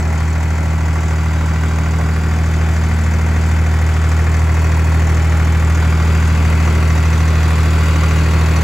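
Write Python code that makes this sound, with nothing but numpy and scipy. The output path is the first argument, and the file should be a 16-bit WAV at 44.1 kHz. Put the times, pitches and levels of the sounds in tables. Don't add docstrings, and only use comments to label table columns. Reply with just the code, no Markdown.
import sys
import numpy as np
from scipy import signal
from scipy.fft import rfft, irfft, next_fast_len
from scipy.io import wavfile
from scipy.ndimage import map_coordinates

SR = 44100
rng = np.random.default_rng(int(sys.argv[2]) if len(sys.argv) > 2 else 0)


def unload_wav(signal):
    wavfile.write(
        sys.argv[1],
        SR,
        np.round(np.clip(np.atleast_2d(signal).T, -1, 1) * 32767).astype(np.int16),
    )


N = 380583
TIME = np.arange(N) / SR
SIZE = next_fast_len(N + 8192)
FREQ = np.maximum(np.arange(SIZE // 2 + 1) * SR / SIZE, 1)

# (frequency [Hz], level against the direct sound [dB])
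ECHO_COLOUR = [(90, -54), (200, -37), (320, -23), (600, -9.5), (1200, -11.5), (2200, -9), (2900, -4),
               (5200, -2.5), (6500, -10.5), (15000, -67)]
# (frequency [Hz], level [dB])
SOIL_COLOUR = [(300, -4), (1500, 8.5), (2600, -4), (3100, 1), (3600, -0.5), (4200, -7), (4650, 1),
               (5300, -6), (7500, -3), (10000, -15.5), (15500, -25)]
SIZZLE_COLOUR = [(5000, -11), (8000, 17), (10000, 13), (12500, 11), (14800, 6), (15800, -12)]
VALVE_COLOUR = [(2000, -16), (2650, 4.5), (3100, -4), (3700, 1), (4400, 0), (4850, -2), (5300, -34),
                (7000, -28)]
INJECTOR_COLOUR = [(2500, -27), (4600, 1.5), (5300, 2), (6000, 7.5), (7600, 6), (9000, -8), (12000, -16),
                   (15500, -31)]
BLOCK_COLOUR = [(150, -11), (300, -1), (420, -2), (720, 3), (1000, -2), (1220, -3), (1300, -5),
                (1400, -2.5), (1650, -4.5), (2050, -3.5), (2400, -8.5), (2900, -20.5), (5200, -26),
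                (9000, -39)]
RUMBLE_COLOUR = [(20, -20), (35, -4), (55, -9), (85, 3), (112, -4), (145, -1), (240, -7.5), (400, -8),
                 (700, -39)]
# (time [s], level [dB], pitch [Hz], time to fade 60 dB [s])
CLODS = [(1.634, -23, 1300, 0.066), (1.986, -25, 650, 0.2), (5.826, -22, 1050, .07)]
# (time [s], crankshaft speed [turns/s])
ENGINE_SPEED = [(0, 26.389), (0.5, 26.549), (2.4, 26.603), (3, 26.689), (3.9, 26.48), (4.5, 26.595),
                (5.4, 26.496), (6.1, 26.623), (7.6, 26.483), (8.63, 26.569)]
# (pitch [waves per engine cycle], level against the clatter [dB])
GEAR_TONES = [(29.45, -17), (62, -22), (83, -23), (86, -19.5), (102, -17.5), (106, -17.5), (114, -19),
              (168, -26)]
# (pitch [waves per cycle], level against the soil [dB])
NEAR_GEAR_TONE = [(191.7, -15)]
# (knock level [dB], tick level [dB])
CYLINDERS = [(-.7, -2.5), (-1, 1), (2.2, 1)]
# (pitch [Hz], level when far [dB], level when near [dB])
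INJECTOR_RINGS = [(7720, 9, 1), (7000, -1, 1), (6030, -14, 6.5)]
# (pitch [Hz], width [Hz], level against the plain block [dB])
BLOCK_PANELS = [(1124, 23, -14), (1415, 38, -5.5), (1544, 49, -11.5), (1953, 70, -6.5), (2010, 45, -25)]
# (frequency [Hz], change [dB])
SIDE_COLOUR = [(200, -3), (330, 3.5), (520, 2.5), (780, -4.5), (1150, 4.5), (1400, 1), (1900, 0.5),
               (2350, 4.5), (2900, 9), (3900, 3), (5200, 3.5)]
# (pitch [waves per engine cycle], level against the strongest [dB])
DRONE_TONES = [(3, -25), (4, -38), (5, -36), (6, 0), (7, -26), (8, -24), (9, -15.5)]
OVERTONES = [(10, -45), (11, -40), (12, 0), (13, -23), (14, -23), (15, -11.5), (18, -26), (21, -13.5),
             (24, -24.5), (27, -20), (29, -32)]
# (pitch [Hz], width [Hz])
PIPE_RINGS = [(180, 12), (258, 16)]
# (time [s], drone level [dB], overtone level [dB])
EXHAUST_LEVEL = [(0, -15.4, -25.6), (2.1, -15, -23), (3.4, -13, -25), (4.4, -12.5, -24.5), (5.7, -12, -23),
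                 (8.63, -12.5, -21)]
# (frequency [Hz], left minus right [dB], lead of the left [radians])
MICROPHONES = [(80, 0.0, -0.1), (420, 0.5, -0.4), (560, 2.5, -0.9), (660, -3.0, -1.4), (850, -7.0, -0.9),
               (1300, -0.5, -0.2), (2000, 1.0, -0.5), (2700, 8.5, -0.4), (3800, 4.5, -0.2),
               (5000, 6.5, 0.6), (6100, -1.0, 0.2), (7200, 0.0, -0.2), (9000, 0.0, -3.0),
               (11200, 0.0, -6.3), (13200, 0.0, -9.4), (15000, 0.0, -12.2)]

FAR_M, NEAR_M = 29.1, 19.5
CLATTER_DB, VALVE_DB, TICK_DB, SIZZLE_DB = -24.5, -37.5, -39.5, -42
SOIL_DB, FAN_DB, FAN_OCTAVE_DB = -34.5, -30.5, -32
SOIL_LOSS_DB_PER_M, SIZZLE_LOSS_DB_PER_M = 0.1, .5
FAN_BLADES_PER_CYCLE = 8.335
FADE_LOW_S, FADE_PERIOD_S, FADE_DEPTH = 4.46, 3.26, 0.35
VALVE_HIDDEN_DB, SIDE_VIEW_S, SIDE_VIEW_SPREAD_S = -11, 6.2, .55
CYLINDER_KNOCK_DB, CYLINDER_TICK_DB = np.transpose(CYLINDERS)


def undb(db):
    return 10 ** (np.asarray(db) / 20)


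def unit(x):
    return x / np.sqrt(np.mean(x ** 2))


def over_time(table):
    times, *columns = np.transpose(table)
    return [np.interp(TIME, times, column) for column in columns]


def over_freq(points):
    hz, value = np.transpose(points)
    return np.interp(np.log(FREQ), np.log(hz), value)


def shape(x, response):
    return irfft(rfft(x, SIZE) * response, SIZE)[..., :N]


def resonance(hz, width_hz):
    return 1 / (1 + 1j * (FREQ / hz - hz / FREQ) * hz / width_hz)


def noise():
    return rng.standard_normal(N)


def wander(per_s):
    points = rng.standard_normal(1024)
    return unit(np.interp(TIME * per_s, np.arange(len(points)), points))


def nearness():
    return TIME / TIME[-1]


def distance_gain(near_db, loss_db_per_m=0):
    metres = FAR_M + (NEAR_M - FAR_M) * nearness()
    return undb(near_db - loss_db_per_m * (metres - NEAR_M)) * NEAR_M / metres


def engine_tones(cycle, table, waver_db, waver_per_s, rings=()):
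    out, cycle_hz = 0, (cycle[-1] - cycle[0]) * SR / N
    for multiple, db in table:
        lag = sum(np.arctan2(width / 2, hz - multiple * cycle_hz) for hz, width in rings)
        gain = undb(db + waver_db * wander(waver_per_s))
        out = out + gain * np.cos(2 * np.pi * multiple * cycle - lag)
    return np.sqrt(2) * out


def firing_pulses(cycle, delay, rise, decay, cylinder_db, spread_db):
    firing = 3 * cycle - delay + 3
    number, age = firing.astype(int), firing % 1
    cylinder = number % len(CYLINDERS)
    chance_db = spread_db * rng.standard_normal(number.max() + 1)
    strength = undb(cylinder_db[cylinder] + chance_db[number])
    return unit(strength * (1 - np.exp(-(age / rise) ** 2)) * np.exp(-age / decay)), cylinder


def slope_echo(x, fade_s):
    echo = undb(over_freq(ECHO_COLOUR))
    direct = 1 / np.sqrt(1 + echo ** 2)
    out = shape(x, direct)
    weights = np.array([wander(1.5) for _ in range(4)])
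    for weight in weights / np.linalg.norm(weights, axis=0):
        tails = rng.standard_normal((2, SR // 4)) * undb(-60 * TIME[:SR // 4] / fade_s)
        tails /= np.linalg.norm(tails, axis=1, keepdims=True)
        out = out + weight * shape(x, direct * echo * rfft(tails, SIZE))
    return out


def soil():
    hits = rng.random(N) < 1500 / SR
    crumbs = hits * noise() * undb(2.0 * np.minimum(rng.exponential(size=N), 5))
    flow = (noise() + undb(-9.0) * unit(crumbs)) * undb(0.77 * wander(13))
    return unit(shape(flow, undb(over_freq(SOIL_COLOUR))))


def clods():
    out = np.zeros(N)
    for start_s, db, hz, fade_s in CLODS:
        blow = noise() * (TIME >= start_s) * undb(-60 * np.abs(TIME - start_s) / fade_s)
        hood = resonance(hz, width_hz=0.71 * hz) ** 2
        out += undb(db) * shape(blow, unit(np.abs(hood)) * np.exp(1j * np.angle(hood)))
    return out


def fan(cycle):
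    blade_phase = 2 * np.pi * FAN_BLADES_PER_CYCLE * cycle
    fade = 1 - FADE_DEPTH * np.cos(2 * np.pi * (TIME - FADE_LOW_S) / FADE_PERIOD_S)
    hum = np.cos(blade_phase) * distance_gain(FAN_DB + wander(4.74))
    octave = np.cos(2 * blade_phase) * fade * distance_gain(FAN_OCTAVE_DB + 2.8 * wander(3))
    return hum + octave


def gears(cycle):
    whine = engine_tones(cycle, GEAR_TONES, waver_db=1.8, waver_per_s=9)
    high_tone = engine_tones(cycle, NEAR_GEAR_TONE, waver_db=1.5, waver_per_s=12)
    return whine * distance_gain(CLATTER_DB) + high_tone * distance_gain(SOIL_DB, SOIL_LOSS_DB_PER_M)


def sizzle(cycle):
    pulse, _ = firing_pulses(cycle, delay=.05, rise=.25, decay=.3,
                             cylinder_db=CYLINDER_TICK_DB, spread_db=2.5)
    return unit(shape((pulse + 1.3) * noise(), undb(over_freq(SIZZLE_COLOUR))))


def valves(cycle):
    pulse, _ = firing_pulses(cycle, delay=.15, rise=.14, decay=.29,
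                             cylinder_db=CYLINDER_KNOCK_DB, spread_db=0)
    rasp = unit(shape((pulse + .9) * noise(), undb(over_freq(VALVE_COLOUR))))
    hidden = .5 - .5 * np.tanh(.5 * (TIME - SIDE_VIEW_S) / SIDE_VIEW_SPREAD_S)
    return rasp * undb(VALVE_HIDDEN_DB * hidden)


def injectors(cycle):
    tick, cylinder = firing_pulses(cycle, delay=.08, rise=.096, decay=.45,
                                   cylinder_db=CYLINDER_TICK_DB, spread_db=1.7)
    spray, colour = tick * noise(), undb(over_freq(INJECTOR_COLOUR))
    out = shape(spray, colour)
    for k, (hz, far_db, near_db) in enumerate(INJECTOR_RINGS):
        ring = shape(spray * (cylinder == k), colour * resonance(hz, width_hz=120))
        waver_db = 3 * wander(2.5)
        out = out + ring * undb(far_db + (near_db - far_db) * nearness() + waver_db)
    return unit(out)


def clatter(cycle):
    length = int(SR / 13.3)
    one_cycle = irfft(np.exp(2j * np.pi * rng.random(length // 2 + 1)), length)
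    repeating = unit(map_coordinates(one_cycle, [cycle % 1 * length], order=3, mode="grid-wrap"))
    knock, _ = firing_pulses(cycle, delay=.098, rise=.16, decay=.55,
                             cylinder_db=CYLINDER_KNOCK_DB, spread_db=1)
    side_on = nearness()
    churn = .7 + .7 * side_on
    force = (knock + churn) / (1 + churn) * (repeating + undb(0.6) * noise())
    panels = sum(undb(db) * resonance(hz, width) for hz, width, db in BLOCK_PANELS)
    colour = undb(over_freq(BLOCK_COLOUR)) * (1 + panels)
    from_front = shape(force * (1 - side_on), colour)
    from_side = shape(force * side_on, colour * undb(over_freq(SIDE_COLOUR)))
    return unit(from_front + from_side)


def exhaust(cycle):
    drone_db, overtone_db = over_time(EXHAUST_LEVEL)
    drone = engine_tones(cycle, DRONE_TONES, waver_db=.12, waver_per_s=16, rings=PIPE_RINGS)
    overtones = engine_tones(cycle, OVERTONES, waver_db=.4, waver_per_s=14, rings=PIPE_RINGS)
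    rumble = unit(shape(noise(), undb(over_freq(RUMBLE_COLOUR))))
    rumble_db = (drone_db + overtone_db) / 2 - 12.5
    return drone * undb(drone_db) + overtones * undb(overtone_db) + rumble * undb(rumble_db)


def scene():
    (turns_per_s,) = over_time(ENGINE_SPEED)
    cycle = np.cumsum(turns_per_s / 2) / SR + .053
    engine = clatter(cycle) * distance_gain(CLATTER_DB)
    engine += valves(cycle) * distance_gain(VALVE_DB)
    engine += gears(cycle)
    engine += injectors(cycle) * distance_gain(TICK_DB)
    engine += sizzle(cycle) * distance_gain(SIZZLE_DB, SIZZLE_LOSS_DB_PER_M)
    tractor = engine + exhaust(cycle) + fan(cycle)
    tiller = soil() * distance_gain(SOIL_DB, SOIL_LOSS_DB_PER_M) + clods()
    return slope_echo(tractor + tiller, fade_s=0.14)


def record(dry):
    hz, balance_db, lead = np.transpose(MICROPHONES)
    left = undb(over_freq(np.c_[hz, balance_db]) / 2) * np.exp(.5j * over_freq(np.c_[hz, lead]))
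    stereo = shape(dry, np.array([left, 1 / left]))
    return signal.sosfilt(signal.ellip(8, .2, 70, 15800, fs=SR, output="sos"), stereo)


dry = scene()
out = record(dry)
unload_wav(out)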